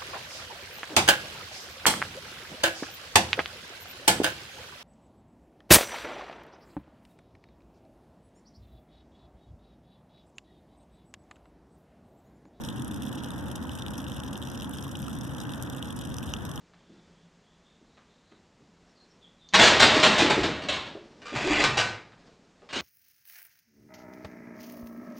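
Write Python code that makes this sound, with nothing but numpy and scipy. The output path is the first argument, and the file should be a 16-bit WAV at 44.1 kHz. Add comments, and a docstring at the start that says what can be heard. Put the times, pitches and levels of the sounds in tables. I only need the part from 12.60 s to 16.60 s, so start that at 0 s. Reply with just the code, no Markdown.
"""A thin stream leaks from a hydrant, breaks into drops and patters on wet grass about two metres away.
Each drop slaps the soaked turf, ticks off the blades and throws a fizz of spray, with tiny bubbles
ringing in it. A few plop into the puddle, and fine droplets sizzle in between.
Distant traffic lays a rumbling bed behind. Two spaced microphone ports give the stereo image."""
import sys
import numpy as np
from scipy.fft import rfft, irfft, next_fast_len
from scipy.io import wavfile
from scipy.ndimage import uniform_filter1d, map_coordinates

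SR = 44100
rng = np.random.default_rng(int(sys.argv[2]) if len(sys.argv) > 2 else 0)


def store_wav(level_fs):
    """Save 16-bit WAV to argv[1]."""
    pcm = np.round(np.clip(np.atleast_2d(level_fs), -1, 1) * 32767)
    wavfile.write(sys.argv[1], SR, pcm.T.astype(np.int16))


N = 176400

# Traffic fader moves, before the trims (time [s], rumble [dB], engine drone [dB], road roar [dB])
TRAFFIC_FADERS = [(0.05, -48, -42, -39.5), (0.46, -49.5, -45.5, -37.5), (0.56, -49.5, -45.5, -39.5),
                  (1.18, -46.5, -46, -41), (2.95, -52, -43, -40.5), (3.53, -44.5, -45.5, -41),
                  (3.92, -47.5, -41, -43)]
# EQ curves of the four traffic layers (frequency [Hz], level [dB])
RUMBLE_EQ = [(20, -19), (29, -33), (42, -9), (55, -8), (72, 3), (100, -4.5), (130, -23), (250, -55)]
DRONE_EQ = [(70, -28), (112, -4), (134, 1), (152, -5), (185, -7), (230, -20), (400, -45)]
ROAR_EQ = [(130, -18.5), (200, -2), (265, -1), (310, -6), (400, -20.5), (700, -60), (2000, -81)]
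TYRES_EQ = [(100, -8.5), (350, 3.5), (430, -1.5), (510, 3), (680, -3.5), (860, 0.5), (1150, -3.5),
            (1500, -2), (1850, -4), (2200, -9.5), (3000, -17.5), (6000, -31), (14000, -49)]
# Stereo image of the traffic (frequency [Hz], left-right correlation [clipped to -1..1])
TRAFFIC_CORRELATION = [(30, -0.86), (65, 0.11), (95, 0.68), (140, 0.5), (260, 0.47), (380, 0.33),
                       (600, 0.5), (1000, 0.99), (1300, 0.32), (1600, 0.061), (2150, -1.134), (3000, 1),
                       (4300, -0.96), (5500, -0.17), (8000, -0.7)]

# Heavy drop cues, before the trims (time [s], slap [dB], tick [dB], fizz [dB], decay before clipping [s])
HEAVY_DROPS = [(0.0367, -43, -43, -46.5, 0.0012), (0.047, -48, -37.5, -43, 0.0032),
               (0.0869, -34, -41, -43.5, 0.002), (0.2203, -46, -42, -40.5, 0.0017),
               (0.2457, -54, -48, -42, 0.0016), (0.2787, -59, -50, -40.5, 0.0013),
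               (0.3415, -45.0, -45.0, -43, 0.0028), (0.421, -42, -43, -40, 0.0019),
               (0.4314, -42, -45, -44, 0.0035), (0.5265, -40, -48, -42.5, 0.0034),
               (0.6357, -41, -45.5, -43, 0.0013), (0.643, -40.5, -41.5, -45.5, 0.0023),
               (0.7055, -40.5, -59, -41.5, 0.0008), (0.8838, -43.5, -57.5, -45, 0.00063),
               (0.9133, -42, -44, -40, 0.0028), (0.9551, -38.0, -39, -36, 0.0032),
               (1.0936, -38, -53.0, -46.5, 0.0007), (1.1518, -45, -46.0, -41.5, 0.0021),
               (1.1863, -40.0, -48, -43.5, 0.0026), (1.221, -35, -41, -45, 0.0016),
               (1.2634, -34.5, -53, -46, 0.00082), (1.2828, -38, -40.5, -47.0, 0.00045),
               (1.3775, -45, -35.5, -39, 0.0043), (1.4418, -44, -47, -49, 0.0013),
               (1.4664, -40.5, -60.5, -61, 0.00071), (1.5185, -38, -48.0, -44, 0.0011),
               (1.6011, -40.5, -38.5, -43.5, 0.0009), (1.6347, -38.5, -51, -44.5, 0.0022),
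               (1.729, -40, -44, -39.5, 0.0039), (1.7554, -35.5, -63, -54.5, 0.002),
               (1.7765, -49.0, -61, -41.0, 0.00072), (1.818, -41, -55.5, -47, 0.00031),
               (1.8251, -37.5, -50.5, -44, 0.0011), (1.8716, -41.0, -42, -46, 0.0017),
               (1.8993, -46, -41.5, -45.5, 0.0018), (1.975, -45.0, -39, -54, 0.0012),
               (1.9992, -43, -43, -57, 0.001), (2.0077, -47, -42, -48, 0.0014),
               (2.0206, -39, -42, -47.5, 0.0011), (2.044, -38.5, -50, -45, 0.0019),
               (2.0939, -57, -64, -41, 0.00066), (2.134, -39.5, -60, -40.0, 0.0063),
               (2.185, -38, -44, -48, 0.00068), (2.2253, -61, -38, -50, 0.0012),
               (2.3118, -46, -44, -41, 0.005), (2.3526, -34.5, -48, -46, 0.0038),
               (2.3705, -63.0, -61, -43.0, 0.00067), (2.3904, -47, -56, -45.0, 0.00086),
               (2.4192, -50, -55, -41, 0.0012), (2.4271, -42, -44, -51, 0.0014),
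               (2.4812, -42.0, -44.5, -43, 0.0016), (2.5292, -46, -43, -44.5, 0.0024),
               (2.587, -47, -56, -44, 0.0012), (2.6111, -45.5, -38, -52, 0.00062),
               (2.7483, -43.5, -47, -47.0, 0.00072), (2.782, -42, -49.5, -44, 0.0027),
               (2.8011, -45, -37.5, -44, 0.0022), (2.812, -42, -44, -43.0, 0.0038),
               (2.893, -36.5, -48, -51, 0.0011), (2.9363, -39.0, -45, -47, 0.001),
               (3.025, -46, -39, -34.0, 0.00028), (3.033, -43, -46, -41, 0.0017),
               (3.099, -38.5, -43, -38.5, 0.0009), (3.1478, -47, -61, -48, 0.001),
               (3.1641, -49, -55.0, -43.0, 0.001), (3.2264, -34.5, -46.0, -40, 0.00099),
               (3.3241, -47, -51, -43.5, 0.0027), (3.362, -60, -58, -40, 0.003),
               (3.3894, -39, -43, -42.5, 0.0017), (3.411, -39.5, -48, -41, 0.0027),
               (3.4502, -44, -45, -43, 0.0027), (3.542, -43.5, -40, -39.5, 0.00097),
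               (3.5668, -54, -40, -43, 0.0009), (3.5841, -44.5, -32.5, -39, 0.0007),
               (3.6283, -41, -49, -43.5, 0.0014), (3.69, -39, -50, -49, 0.0027),
               (3.7375, -28, -29.5, -48, 0.00049), (3.7648, -39.0, -56, -60, 0.001),
               (3.8513, -44, -41, -40.5, 0.0018), (3.914, -44, -41.5, -41.5, 0.0021),
               (3.9574, -49.5, -38, -44, 0.0019), (3.9767, -38.5, -60.5, -46, 0.0009)]
# Puddle cues, before the trim (time [s], level [dB], starting pitch [Hz])
PUDDLE_PLOPS = [(1.048, -30.5, 920), (1.095, -36, 1000), (1.601, -36, 1070), (2.266, -32.5, 1020),
                (2.481, -30.5, 1270)]
# EQ curves of turf slap, blade tick, spray fizz and droplet sizzle (frequency [Hz], level [dB])
SLAP_EQ = [(400, -18), (1000, -9), (2100, -5), (2800, 5), (3600, 4.5), (4200, 3), (5500, -16), (9000, -30)]
TICK_EQ = [(800, -3), (3800, -4.5), (5100, 4.5), (5800, 8.5), (7000, -7.5), (8600, -14), (14000, -22)]
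FIZZ_EQ = [(1500, -31), (5000, -18), (7000, 2), (8600, 3.5), (9800, 0), (11000, 2.5), (12500, -3.5),
           (14400, -11)]
SIZZLE_EQ = [(1500, 9), (3200, 15.5), (4500, 7), (11000, -9), (14400, -16)]
# Stereo width of the spray (frequency [Hz], amplitude share unique to each port [0..1])
SPRAY_WIDTH = [(3000, 0.12), (5500, 0.33), (6500, 0.88)]

# Late arrival of the water at the left port (frequency [Hz], phase lag [rad])
LEFT_PORT_LAG = [(1200, 0.5), (1700, 2.5), (2300, 3.5), (2650, 6.5), (3600, 6.5), (4250, 10.5), (5000, 13),
                 (7400, 13.5), (10300, 23), (12000, 26.3)]
# Notches from the microphone's hollows (centre [Hz], width [Hz], gain [dB])
PORT_NOTCHES = [(2350, 470, -8), (4504, 390, -15), (7080, 330, -3.5)]
# Imbalance of the ports (frequency [Hz], left minus right [dB])
PORT_BALANCE = [(60, -1), (170, 3.5), (280, -4.5), (390, -0.5), (520, -4), (700, 2.5), (1100, -0.5),
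                (1500, 3), (2200, 0.5), (5500, 0), (9500, 0.5), (14000, 0.5)]

# Bubble voices (pitch [Hz], pitch spread [natural log], attack [s], decay [s], gain [dB])
TURF_BUBBLE = (3147, .11, .0004, .0015, 18)
FOAM_BUBBLE = (9300, .285, .00048, .00024, 10.5)

RUMBLE_TRIM_DB, DRONE_TRIM_DB, ROAR_TRIM_DB, TYRES_DB = 4, 3, .84, -43.5
SPRAY_TRIM_DB, PLOP_TRIM_DB, HEAVY_TRIM_DB = 19, 1, .5
GRIT_DB, HALO_DB, HALO_LEAD_S, HALO_TAIL_S = 3.5, -22, .003, .006
DROPLETS_PER_S, DROPLET_DB, DROPLET_SPREAD_DB = 400, -64, 6.5
PATTER_PER_S, SIZE_SPREAD_DB, COLOUR_SPREAD_DB = 125, 2.5, 4.5
PATTER_SLAP_DB, PATTER_TICK_DB, PATTER_FIZZ_DB = -49.5, -53.5, -51.5
LULL_DB, LULL_S = 8, .009
SPUTTER_DB, SPUTTER_PER_S = 3, 30
HIGH_CUT_HZ = 14550


def amp(db):
    return 10 ** (np.asarray(db) / 20)


def unit_rms(x):
    return x / np.sqrt(np.mean(x ** 2) + 1e-20)


def curve(points, hz):
    """Read (frequency [Hz], value) breakpoints on a log frequency axis."""
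    knots_hz, values = np.transpose(points)
    return np.interp(np.log(hz + 1), np.log(knots_hz + 1), values)


def filtered(x, response):
    """Shape x with a complex frequency response."""
    size = next_fast_len(N + SR // 2)
    return irfft(rfft(x, size) * response(np.fft.rfftfreq(size, 1 / SR)), size)[..., :N]


def wobble(knots_per_s):
    """A smooth random modulator."""
    knots = rng.standard_normal(int(N * knots_per_s / SR) + 4)
    return map_coordinates(knots, [np.arange(N) * knots_per_s / SR])


def burst(t, attack_s, decay_s):
    """An envelope with a soft attack and an exponential tail."""
    return (1 - np.exp(-(t / attack_s) ** 2)) ** 2 * np.exp(-t / decay_s)


def place_grains(times, level_db, grains):
    """Bring each grain to unit energy, set its level and lay it on the timeline."""
    at = np.abs(np.round(times * SR)).astype(int)[:, None] + np.arange(grains.shape[1])
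    gain = amp(level_db) / np.linalg.norm(grains, axis=1)
    return np.bincount(at.ravel(), (grains * gain[:, None]).ravel(), N)[:N]


def noise_bed(eq):
    """Coloured noise at unit RMS with the stereo image of the traffic."""
    def mid_side_eq(hz):
        angle = np.arccos(np.clip(curve(TRAFFIC_CORRELATION, hz), -1, 1)) / 2
        return amp(curve(eq, hz)) * [np.cos(angle), np.sin(angle)]

    mid, side = filtered(rng.standard_normal((2, N)), mid_side_eq)
    return unit_rms(np.array([mid + side, mid - side]))


def traffic():
    """Far engines rumble and drone, the road roars and tyres rush, all drifting slowly."""
    t = np.arange(N) / SR
    times, *faders = np.transpose(TRAFFIC_FADERS)
    layers = zip(faders, (RUMBLE_TRIM_DB, DRONE_TRIM_DB, ROAR_TRIM_DB), (RUMBLE_EQ, DRONE_EQ, ROAR_EQ))
    low_end = sum(amp(np.interp(t, times, db) + trim) * noise_bed(eq) for db, trim, eq in layers)
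    tyres = amp(TYRES_DB + 1.3 * wobble(knots_per_s=2.81)) * noise_bed(TYRES_EQ)
    return low_end + tyres


def spray(times, level_db, eq, decay_s):
    """Gritty bursts of splashing water; their treble scatters differently to the two ports."""
    t = (np.arange(1024) - 256) / SR  # pre-roll lets the splash swell ahead of the hit
    decay_s = np.clip(np.reshape(decay_s, (-1, 1)), .0002, .005)
    attack_s = .5 * decay_s
    hit = burst(np.maximum(t, 0), attack_s, decay_s)
    halo = np.exp(np.minimum((t - attack_s) / HALO_LEAD_S, (attack_s - t) / HALO_TAIL_S))
    envelope = hit / hit.max(axis=1, keepdims=True) + amp(HALO_DB) * halo
    noise = rng.standard_normal((len(times), 4, len(t))).swapaxes(0, 1)
    grit = amp(GRIT_DB * unit_rms(uniform_filter1d(noise[0], size=24, axis=1)))
    hz = np.fft.rfftfreq(len(t), 1 / SR)
    common, *ports = rfft(noise[1:] * grit * envelope) * amp(curve(eq, hz))
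    width = np.clip(curve(SPRAY_WIDTH, hz), 0, 1)
    channels = [irfft(common * np.sqrt(1 - width ** 2) + own * width) for own in ports]
    return np.array([place_grains(times + t[0], level_db + SPRAY_TRIM_DB, grains) for grains in channels])


def lull_db(times):
    """Small drops duck by this much while a heavy one gathers."""
    until_heavy_s = np.array(HEAVY_DROPS)[:, 0] - times[:, None]
    off_centre_s = np.abs(until_heavy_s - LULL_S / 2).min(axis=1)
    return LULL_DB * np.exp(-(off_centre_s / LULL_S) ** 2)


def droplets():
    """Fine droplets sizzle on the blades between the drops."""
    count = int(DROPLETS_PER_S * N / SR)
    times = rng.uniform(0, N / SR, count)
    level_db = DROPLET_DB + DROPLET_SPREAD_DB * rng.standard_normal(count) - lull_db(times)
    return spray(times, level_db, SIZZLE_EQ, decay_s=.0005)


def plops():
    """Larger bubbles in the puddle ring low, bending up in pitch."""
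    track = np.zeros(N + SR)
    t = np.arange(SR // 25) / SR
    envelope = burst(t, attack_s=.00054, decay_s=.0035)
    for start_s, db, hz in PUDDLE_PLOPS:
        chirp = np.sin(2 * np.pi * hz * t * (1 + 6 * t))
        track[round(start_s * SR):][:len(t)] += amp(db + PLOP_TRIM_DB) * envelope * chirp
    return track[:N]


def bubbles(times, level_db, voice):
    """Tiny trapped bubbles ring for a few cycles, each at its own pitch."""
    hz, spread, attack_s, decay_s, gain_db = voice
    t = np.arange(SR // 80) / SR
    detune, phase = rng.standard_normal((len(times), 2)).T[:, :, None]
    rings = np.sin(2 * np.pi * (hz * np.exp(spread * detune) * t + phase))
    return place_grains(times, level_db + gain_db, rings * burst(t, attack_s, decay_s))


def drops(times, slap_db, tick_db, fizz_db, decay_s):
    """A drop layers a turf slap and its bubble, a tick on the blades, and fizz with a foam bubble."""
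    layers = (slap_db, SLAP_EQ), (tick_db, TICK_EQ), (fizz_db, FIZZ_EQ)
    rings = bubbles(times, slap_db, TURF_BUBBLE) + bubbles(times, fizz_db, FOAM_BUBBLE)
    return rings + sum(spray(times, db, eq, decay_s) for db, eq in layers)


def patter():
    """Ordinary drops land softly in a loose rhythm, each with its own size and colour."""
    count = int(PATTER_PER_S * N / SR)
    jitter, size, *colour = rng.standard_normal((count, 5)).T
    times = (np.arange(count) + jitter) / PATTER_PER_S
    size_db = SIZE_SPREAD_DB * np.minimum(size, 1)
    slap, tick, fizz = size_db + COLOUR_SPREAD_DB * np.minimum(colour, 1) - lull_db(times)
    return drops(times, PATTER_SLAP_DB + slap, PATTER_TICK_DB + tick, PATTER_FIZZ_DB + fizz, decay_s=.0033)


def heavy_drops():
    """The stream's heavy drops hit up front: short ones snap, longer ones splat."""
    return amp(HEAVY_TRIM_DB) * drops(*np.transpose(HEAVY_DROPS))


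def scene():
    """Water over the traffic bed, reaching the left port slightly late."""
    def port_lag(hz):
        return np.exp(np.array([[-.5j], [.5j]]) * curve(LEFT_PORT_LAG, hz))

    street = traffic()
    sputter = amp(SPUTTER_DB * np.minimum(wobble(SPUTTER_PER_S), 1))  # small drops come in spurts
    water = heavy_drops() + plops() + sputter * (patter() + droplets())
    return street + filtered(water, port_lag)


def record(dry):
    """The microphone's hollows notch the mix, its unequal ports skew it and a steep high cut tops it."""
    def port_eq(hz):
        notches_db = sum(db * np.exp(-((hz - centre) / width) ** 2) for centre, width, db in PORT_NOTCHES)
        balance_db = curve(PORT_BALANCE, hz) * np.array([[.5], [-.5]])
        return amp(notches_db + balance_db)

    coloured = filtered(dry, port_eq)
    return filtered(coloured, lambda hz: 1 / np.sqrt(1 + (hz / HIGH_CUT_HZ) ** 120))


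dry = scene()
out = record(dry)
store_wav(out)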